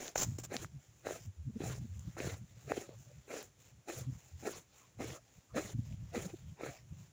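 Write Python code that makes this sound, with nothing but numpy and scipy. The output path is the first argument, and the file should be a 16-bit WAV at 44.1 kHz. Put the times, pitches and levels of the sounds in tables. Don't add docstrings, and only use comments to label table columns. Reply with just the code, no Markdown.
import sys
import numpy as np
from scipy import signal
from scipy.fft import rfft, irfft, next_fast_len
from scipy.io import wavfile
from scipy.ndimage import uniform_filter1d

SR = 44100
rng = np.random.default_rng(int(sys.argv[2]) if len(sys.argv) > 2 else 0)


def materialize(psi):
    bounded = np.clip(np.atleast_2d(psi).T, -1, 1)
    quanta = np.round(bounded * 32767).astype(np.int16)
    wavfile.write(sys.argv[1], SR, quanta)


N = 313992
TIME = np.arange(N) / SR

# (time [s], attack [s], sole press [s], release [s],
# heel level [dB], sole level [dB], grit relative to heel and sole [dB], powder level [dB])
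FOOTFALLS = [(0, 0.071, 0.049, 0.1, -46.5, -52, -5, -53), (0.523, 0.028, 0.11, 0.04, -45, -48.5, -3.5, -51),
             (1.054, 0.02, 0.11, 0.039, -69, -47.5, -1, -53),
             (1.625, 0.048, 0.11, 0.075, -48, -47, -7, -51),
             (2.181, 0.015, 0.13, 0.076, -78, -45.5, -2, -50.5),
             (2.712, 0.062, 0.095, 0.065, -64, -45, -5.5, -53),
             (3.308, 0.028, 0.12, 0.057, -50, -49, -4.5, -53),
             (3.885, 0.017, 0.093, 0.097, -46, -49, -8.5, -51),
             (4.457, 0.034, 0.11, 0.059, -42.5, -52.5, -6.5, -51.5),
             (5.003, 0.017, 0.16, 0.022, -42.5, -46.5, -6.5, -52),
             (5.566, 0.023, 0.16, 0.015, -37, -51, -8, -52.5),
             (6.146, 0.017, 0.089, 0.1, -39.5, -47, -7, -52.5),
             (6.613, 0.032, 0.081, 0.04, -72, -47.5, -1, -57.5)]
# (frequency [Hz], level [dB])
GROAN_SPECTRUM = [(130, -32), (220, -3), (330, 6), (520, 5.5), (700, 3), (830, -0.5), (1000, -63),
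                  (2500, -60)]
# (frequency [Hz], level [dB])
GRIT_SPECTRUM = [(600, -23), (950, -5.5), (1300, 5.5), (2000, -1.5), (2650, -0.5), (3100, -19),
                 (4000, -3.5), (6000, -41)]
# (frequency [Hz], level [dB])
POWDER_SPECTRUM = [(500, -2), (1000, -1.5), (2600, -2.5), (7000, -0.5), (10000, -3.5), (12000, -7),
                   (16000, -10.5)]
# (time [s], level [dB], pitch [Hz])
LUMP_KNOCKS = [(.158, -14.5, 820), (.386, -33, 392), (.52, -30, 480), (1.069, -21.5, 690),
               (1.089, -29, 790), (1.108, -24, 590), (1.605, -25.5, 387), (2.168, -32.5, 874),
               (2.2025, -26, 394), (2.245, -29, 620), (2.269, -30, 563), (2.719, -17, 684),
               (2.734, -38, 650), (2.7695, -37, 444), (2.777, -23.5, 422), (2.891, -36, 490),
               (3.340, -27.5, 654), (3.9, -30.5, 1340), (4.435, -39, 400), (4.476, -24, 630),
               (4.493, -29.5, 480), (5.0075, -27.5, 580), (5.042, -31.5, 404), (5.565, -31, 487),
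               (5.572, -24, 1230), (5.606, -33, 517), (6.147, -31, 680), (6.178, -31, 485),
               (6.61, -30.5, 760), (6.634, -27, 480), (6.663, -28, 790)]
# (time [s], level [dB], pitch [Hz])
ICE_TICKS = [(.0805, -30.5, 3730), (.1587, -29, 1410), (.1795, -24.5, 4970), (.5665, -23, 4430),
             (.646, -35, 1370), (1.9945, -41.5, 7200), (2.2027, -31.5, 2200), (2.7193, -30, 1680),
             (3.4285, -27.5, 13000), (3.9885, -28, 12500), (5.105, -41, 2460), (5.926, -47.5, 2570),
             (6.252, -35, 13300)]
# (time [s], duration [s], level [dB], pitch [Hz])
SNOW_SQUEAKS = [(2.23, .035, -58, 1800), (2.697, .025, -58, 2050), (2.895, 0.047, -59, 563),
                (2.905, 0.044, -71, 1020), (3.076, 0.042, -66.5, 540), (3.288, 0.063, -65.5, 1070),
                (3.89, .02, -56, 2300), (4.475, 0.011, -51, 1270), (4.81, 0.044, -71, 1095),
                (5.136, 0.059, -65, 610), (5.139, 0.039, -61.5, 1220), (5.502, 0.03, -69.5, 1160),
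                (5.569, 0.011, -46.5, 1520), (6.577, 0.036, -62, 850), (6.662, 0.016, -53.5, 1870),
                (6.694, 0.064, -59, 644)]
# (time [s], duration [s], starting level [dB], slope [dB/s])
HAND_RUBS = [(.005, 0.086, -49.5, -28), (0.157, 0.012, -39, -250), (0.1775, 0.057, -37.5, 75),
             (0.23, 0.14, -53.5, -67), (0.386, 0.045, -43.5, -500), (0.438, 0.012, -43.5, -150)]
# (frequency [Hz], level [dB])
RUB_SPECTRUM = [(300, 4.5), (750, 2.5), (2800, -4.5), (5500, 0.5), (8500, -9.5), (16000, -6)]
# (time [s], resonance [Hz])
HAND_HOLLOW = [(.08, 6320), (.44, 7670)]
# (centre time [s], half duration [s], level [dB])
CLOTH_SWISHES = [(0.806, 0.17, -70.5), (1.228, 0.033, -63.5), (1.985, 0.26, -66), (2.61, 0.11, -67),
                 (2.91, 0.073, -71), (3.096, 0.15, -70), (3.61, 0.012, -67), (3.672, 0.032, -62.5),
                 (4.146, 0.027, -67.5), (4.219, 0.071, -62.5), (4.423, 0.038, -63), (4.81, 0.074, -65),
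                 (5.32, 0.13, -70.5), (5.875, 0.065, -64), (6.112, 0.068, -63.5), (6.39, 0.057, -66.5),
                 (6.512, 0.035, -72), (6.75, 0.042, -57.5), (6.927, 0.028, -68), (7.023, 0.044, -64.5)]
# (frequency [Hz], level [dB])
CLOTH_SPECTRUM = [(200, -3), (600, 9.5), (1000, 4), (1800, 5.5), (4500, 4.5), (7300, 6), (9500, -2.5),
                  (16000, -2)]
# (time [s], duration [s], level [dB])
AIR_BUFFETS = [(0.23, 0.18, -45.5), (0.397, 0.26, -48.5), (0.691, 0.079, -48.5), (0.894, 0.024, -55.5),
               (1.031, 0.12, -53), (1.212, 0.069, -52.5), (1.453, 0.4, -43), (1.833, 0.27, -49),
               (2.15, 0.13, -43), (2.328, .11, -46.5), (2.511, 0.28, -56), (2.877, 0.14, -55.5),
               (3.067, 0.14, -58.5), (3.657, 0.02, -50), (3.724, 0.065, -56), (3.978, 0.19, -43.5),
               (4.323, 0.12, -51.5), (4.504, 0.099, -57), (4.987, 0.14, -48), (5.532, 0.28, -49),
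               (5.734, 0.096, -41.5), (5.818, 0.13, -43.5), (5.98, 0.23, -49.5), (6.153, 0.2, -49),
               (6.395, 0.14, -50.5), (6.603, 0.11, -55), (6.802, 0.235, -55.5)]
# (centre time [s], level [dB], pitch [Hz])
AIR_EDDIES = [(0.29, -35.5, 128), (0.352, -39, 96.4), (0.56, -41, 238), (0.75, -51, 147),
              (1.289, -40.5, 96), (1.406, -41, 79.4), (1.477, -33.5, 128.7), (1.5, -40.5, 219),
              (1.566, -35, 224), (1.613, -40, 147), (1.851, -41, 220), (1.922, -38.5, 90),
              (1.981, -41.5, 80), (2.337, -40, 96), (2.423, -53.5, 198), (2.678, -43, 136),
              (4.017, -42, 119), (4.085, -32, 130.3), (4.352, -45.5, 81.4), (5.003, -40.5, 237),
              (5.565, -35, 232), (5.658, -44.5, 200), (5.75, -34.5, 119), (5.792, -31, 121.4),
              (6.172, -35, 229), (6.264, -36.5, 180), (6.342, -39, 343), (6.523, -43.5, 156)]
# (frequency [Hz], level [dB])
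WIND_SPECTRUM = [(20, -91), (50, -10), (75, -3.5), (125, 2.5), (165, -7), (220, -17), (320, -59),
                 (600, -60)]
# (frequency [Hz], level [dB])
AIR_SPECTRUM = [(20, -31), (60, 17.5), (130, -9), (250, 11.5), (550, 6), (1000, 0.5), (7000, -1),
                (16000, -10.5)]
# (frequency [Hz], gain [dB])
PORT_RESPONSE = [(4800, -4), (6000, 2), (7250, 6), (8100, -9.5), (10000, -3.5), (11200, -10), (13800, -11),
                 (15000, 8), (15800, -5)]

HEEL_HOLD_S, HEEL_RELEASE_S = 0.017, 0.052
HEEL_GRIT_DB, HEEL_SPRAY_DB = 2.5, -8.5
CUSHION_S = 0.0013
PACKING_DB_PER_S = -51
POWDER_LAG_S, POWDER_ARCH_DB, POWDER_DB_PER_S = 0.008, 5, -8.5
CUTOFF_HZ = 15900


def footsteps():
    weight, breaking, spray = tread()
    collapses = grains(per_s=520, spread_db=2.8)
    crust = collapses + slips() + from_db(3) * grains(per_s=1400, spread_db=3)
    groan = flicker(colour(boot_reflection(collapses), GROAN_SPECTRUM), depth_db=4.5, per_s=35, bands=21)
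    grit = flicker(colour(boot_reflection(crust), GRIT_SPECTRUM), depth_db=4.5, per_s=35, bands=31)
    crystals = colour(grains(per_s=8300, spread_db=2.0), POWDER_SPECTRUM)
    crystals = flicker(crystals, depth_db=3.5, per_s=50)
    groan = weight * steady(groan, 280, 900, window_s=0.025)
    grit = breaking * steady(grit, 1000, 2900, window_s=0.03)
    crystals = spray * steady(crystals, 3300, 8000, window_s=0.025)
    return from_db(-1.5) * groan + from_db(-5.5) * grit + from_db(-7.5) * crystals


def tread():
    weight = breaking = spray = 0
    for s, attack, press, release, heel_db, sole_db, grit_db, powder_db in FOOTFALLS:
        heel = from_db(heel_db) * swell(s, HEEL_HOLD_S, attack, HEEL_RELEASE_S)
        cushion = from_db(heel_db) * swell(s - CUSHION_S, HEEL_HOLD_S + CUSHION_S, attack, HEEL_RELEASE_S)
        sole = from_db(sole_db) * swell(s, press, attack, release, PACKING_DB_PER_S)
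        roll = np.clip((TIME - s) / (press + release / 2), 0, 1)
        spray_s = press - POWDER_LAG_S + 0.24 * release
        powder = swell(s + POWDER_LAG_S, spray_s, 1.7 * attack, 1.02 * release, POWDER_DB_PER_S)
        powder *= from_db(powder_db + POWDER_ARCH_DB * np.sin(np.pi * roll))
        weight += np.hypot(cushion, sole)
        breaking += from_db(grit_db) * np.hypot(from_db(HEEL_GRIT_DB) * heel, sole)
        spray += np.hypot(powder, from_db(HEEL_SPRAY_DB) * heel)
    judder = from_db(3.5 * drift(per_s=70))
    return judder * weight, judder * breaking, np.sqrt(judder) * spray


def boot_reflection(x, delay_s=0.00046, gain_db=-8):
    return x + from_db(gain_db) * np.interp(TIME - delay_s, TIME, x)


def knocks():
    fractures = snaps(LUMP_KNOCKS, rise_cycles=0.46, edge_db=-15, sag=0.089)
    return from_db(-4) * butterworth(boot_reflection(fractures), 170, "high")


def snaps(table, rise_cycles, edge_db, sag=0):
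    out, t = np.zeros(N), TIME[:SR // 20]
    for s, db, hz in table:
        edge = butterworth(rng.standard_normal(len(t)), min(2 * hz, CUTOFF_HZ))
        age = t * hz / rise_cycles
        phase = 2 * np.pi * np.cumsum(hz / (1 + sag * age)) / SR
        envelope = from_db(db) * age * np.exp(1 - age)
        snap = envelope * (np.sin(phase) + from_db(edge_db) * edge / np.std(edge))
        start = int(s * SR)
        out[start:start + len(t)] += snap[:N - start]
    return out


def squeaks(relative_bandwidth=0.24, fade_s=0.014):
    out, friction = 0, slips() + grains(per_s=900, spread_db=2)
    band_edges = np.exp([-relative_bandwidth / 2, relative_bandwidth / 2])
    for s, length, db, hz in SNOW_SQUEAKS:
        note = butterworth(friction, hz * band_edges, "band")
        out += from_db(db) * swell(s, length, fade_s, fade_s) * note / np.std(note)
    return out


def slips(per_s=360, jitter=0.3):
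    pace = per_s * np.exp(jitter * drift(per_s=60))
    slip_count = np.floor(np.cumsum(pace) / SR)
    pulses = np.diff(slip_count, prepend=0) * rng.uniform(0.3, 1, N)
    return (pulses - pulses.mean()) / np.std(pulses)


def handling():
    rasp = colour(grains(per_s=5000, spread_db=5.0), RUB_SPECTRUM)
    rasp = steady(rasp, 1900, 9900, window_s=0.013)
    ring = noisy_resonance(np.interp(TIME, *np.transpose(HAND_HOLLOW)), half_width_hz=800)
    pressure = sum(from_db(db) * swell(s, length, attack_s=0.004, release_s=0.018, db_per_s=slope)
                   for s, length, db, slope in HAND_RUBS)
    return pressure * (from_db(-7.5) * rasp + from_db(-3.5) * ring)


def clothing():
    strides = sum(from_db(db) * np.exp(-np.minimum(((TIME - s) / half) ** 2 / 2, 20))
                  for s, half, db in CLOTH_SWISHES)
    weave = colour(grains(per_s=2000, spread_db=1.5), CLOTH_SPECTRUM)
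    weave = flicker(weave, depth_db=3.5, per_s=14)
    folds = from_db(2.2 * drift(per_s=35))
    return from_db(-1.5) * folds * strides * weave / np.std(weave)


def wind():
    strength = airflow()
    rumble = steady(colour(rng.standard_normal(N), WIND_SPECTRUM), 45, 160, window_s=0.018)
    air = from_db(-3) * strength * rumble
    t = TIME[:SR // 4] - 1 / 8
    for s, db, hz in AIR_EDDIES:
        envelope = from_db(db) * np.exp(-(t * hz / 1.4) ** 2 / 2)
        eddy = envelope * np.cos(2 * np.pi * (hz * t + rng.random()))
        start = int((s + t[0]) * SR)
        air[start:start + len(t)] += eddy[:N - start]
    overdrive = butterworth(air ** 2, 150, "high")
    return air + from_db(27.5) * overdrive


def airflow(draught_db=-68.5):
    buffets = [from_db(db) * swell(s, length, attack_s=0.025, release_s=0.03)
               for s, length, db in AIR_BUFFETS]
    tumble = from_db(5.5 * drift(per_s=26))
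    return tumble * np.maximum(from_db(draught_db), np.max(buffets, axis=0))


def woods():
    air = colour(rng.standard_normal(N), AIR_SPECTRUM)
    return from_db(-71.5) * air / np.std(air)


def grains(per_s, spread_db):
    born = rng.random(N) < per_s / SR
    sizes = from_db(spread_db * np.minimum(rng.exponential(1, N), 4))
    clicks = born * sizes * rng.choice([-1, 1], N)
    return clicks / np.std(clicks)


def noisy_resonance(hz, half_width_hz):
    blur = butterworth(rng.standard_normal(N), half_width_hz)
    return blur / np.std(blur) * np.sin(2 * np.pi * np.cumsum(hz) / SR)


def flicker(x, depth_db, per_s, bands=16):
    out, spectrum = 0, rfft(x)
    hz = np.clip(np.arange(len(spectrum)) * SR / N, 200, 6400)
    position = (bands - 1) / 5 * np.log2(hz / 200)
    for k in range(bands):
        band = irfft(spectrum * np.maximum(1 - abs(position - k), 0), N)
        out += band * from_db(depth_db * drift(per_s))
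    return out


def drift(per_s):
    knots = rng.standard_normal(int(N / SR * 200))
    return np.interp(TIME * per_s, np.arange(len(knots)), knots)


def swell(start, length, attack_s, release_s, db_per_s=0):
    gain = np.zeros(N)
    near = slice(*np.searchsorted(TIME, [start - 4 * attack_s, start + length + 4 * release_s]))
    age = TIME[near] - start
    rise = np.maximum(-age, 0) / attack_s
    fall = np.maximum(age - length, 0) / release_s
    gain[near] = from_db(db_per_s * np.clip(age, 0, length) - 20 * (rise + fall ** 1.3))
    return gain


def steady(x, low_hz, high_hz, window_s):
    band = butterworth(x, [low_hz, high_hz], "band")
    size = int(window_s * SR)
    power = uniform_filter1d(uniform_filter1d(band ** 2, size), size)
    return x / np.sqrt(power + 1e-12)


def colour(x, spectrum):
    hz, db = np.transpose(spectrum)
    size = next_fast_len(N + SR // 10)
    bin_hz = np.maximum(np.arange(size // 2 + 1) * SR / size, 1)
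    gain = from_db(np.interp(np.log(bin_hz), np.log(hz), db))
    return irfft(rfft(x, size) * gain, size)[:N]


def butterworth(x, hz, kind="low"):
    return signal.sosfilt(signal.butter(2, hz, kind, fs=SR, output="sos"), x)


def from_db(db):
    return np.exp(np.asarray(db) * (np.log(10) / 20))


def scene():
    lumps = knocks()
    ticks = snaps(ICE_TICKS, rise_cycles=0.6, edge_db=-9)
    return (footsteps() + lumps + ticks + squeaks() + handling() + clothing() + wind() + woods())[None]


def record(dry):
    coloured = colour(dry[0], [(2500, 0.026)] + PORT_RESPONSE)
    top_cut = signal.ellip(10, 0.1, 70, CUTOFF_HZ, fs=SR, output="sos")
    return signal.sosfilt(top_cut, coloured)[None]


dry = scene()
out = record(dry)
materialize(out)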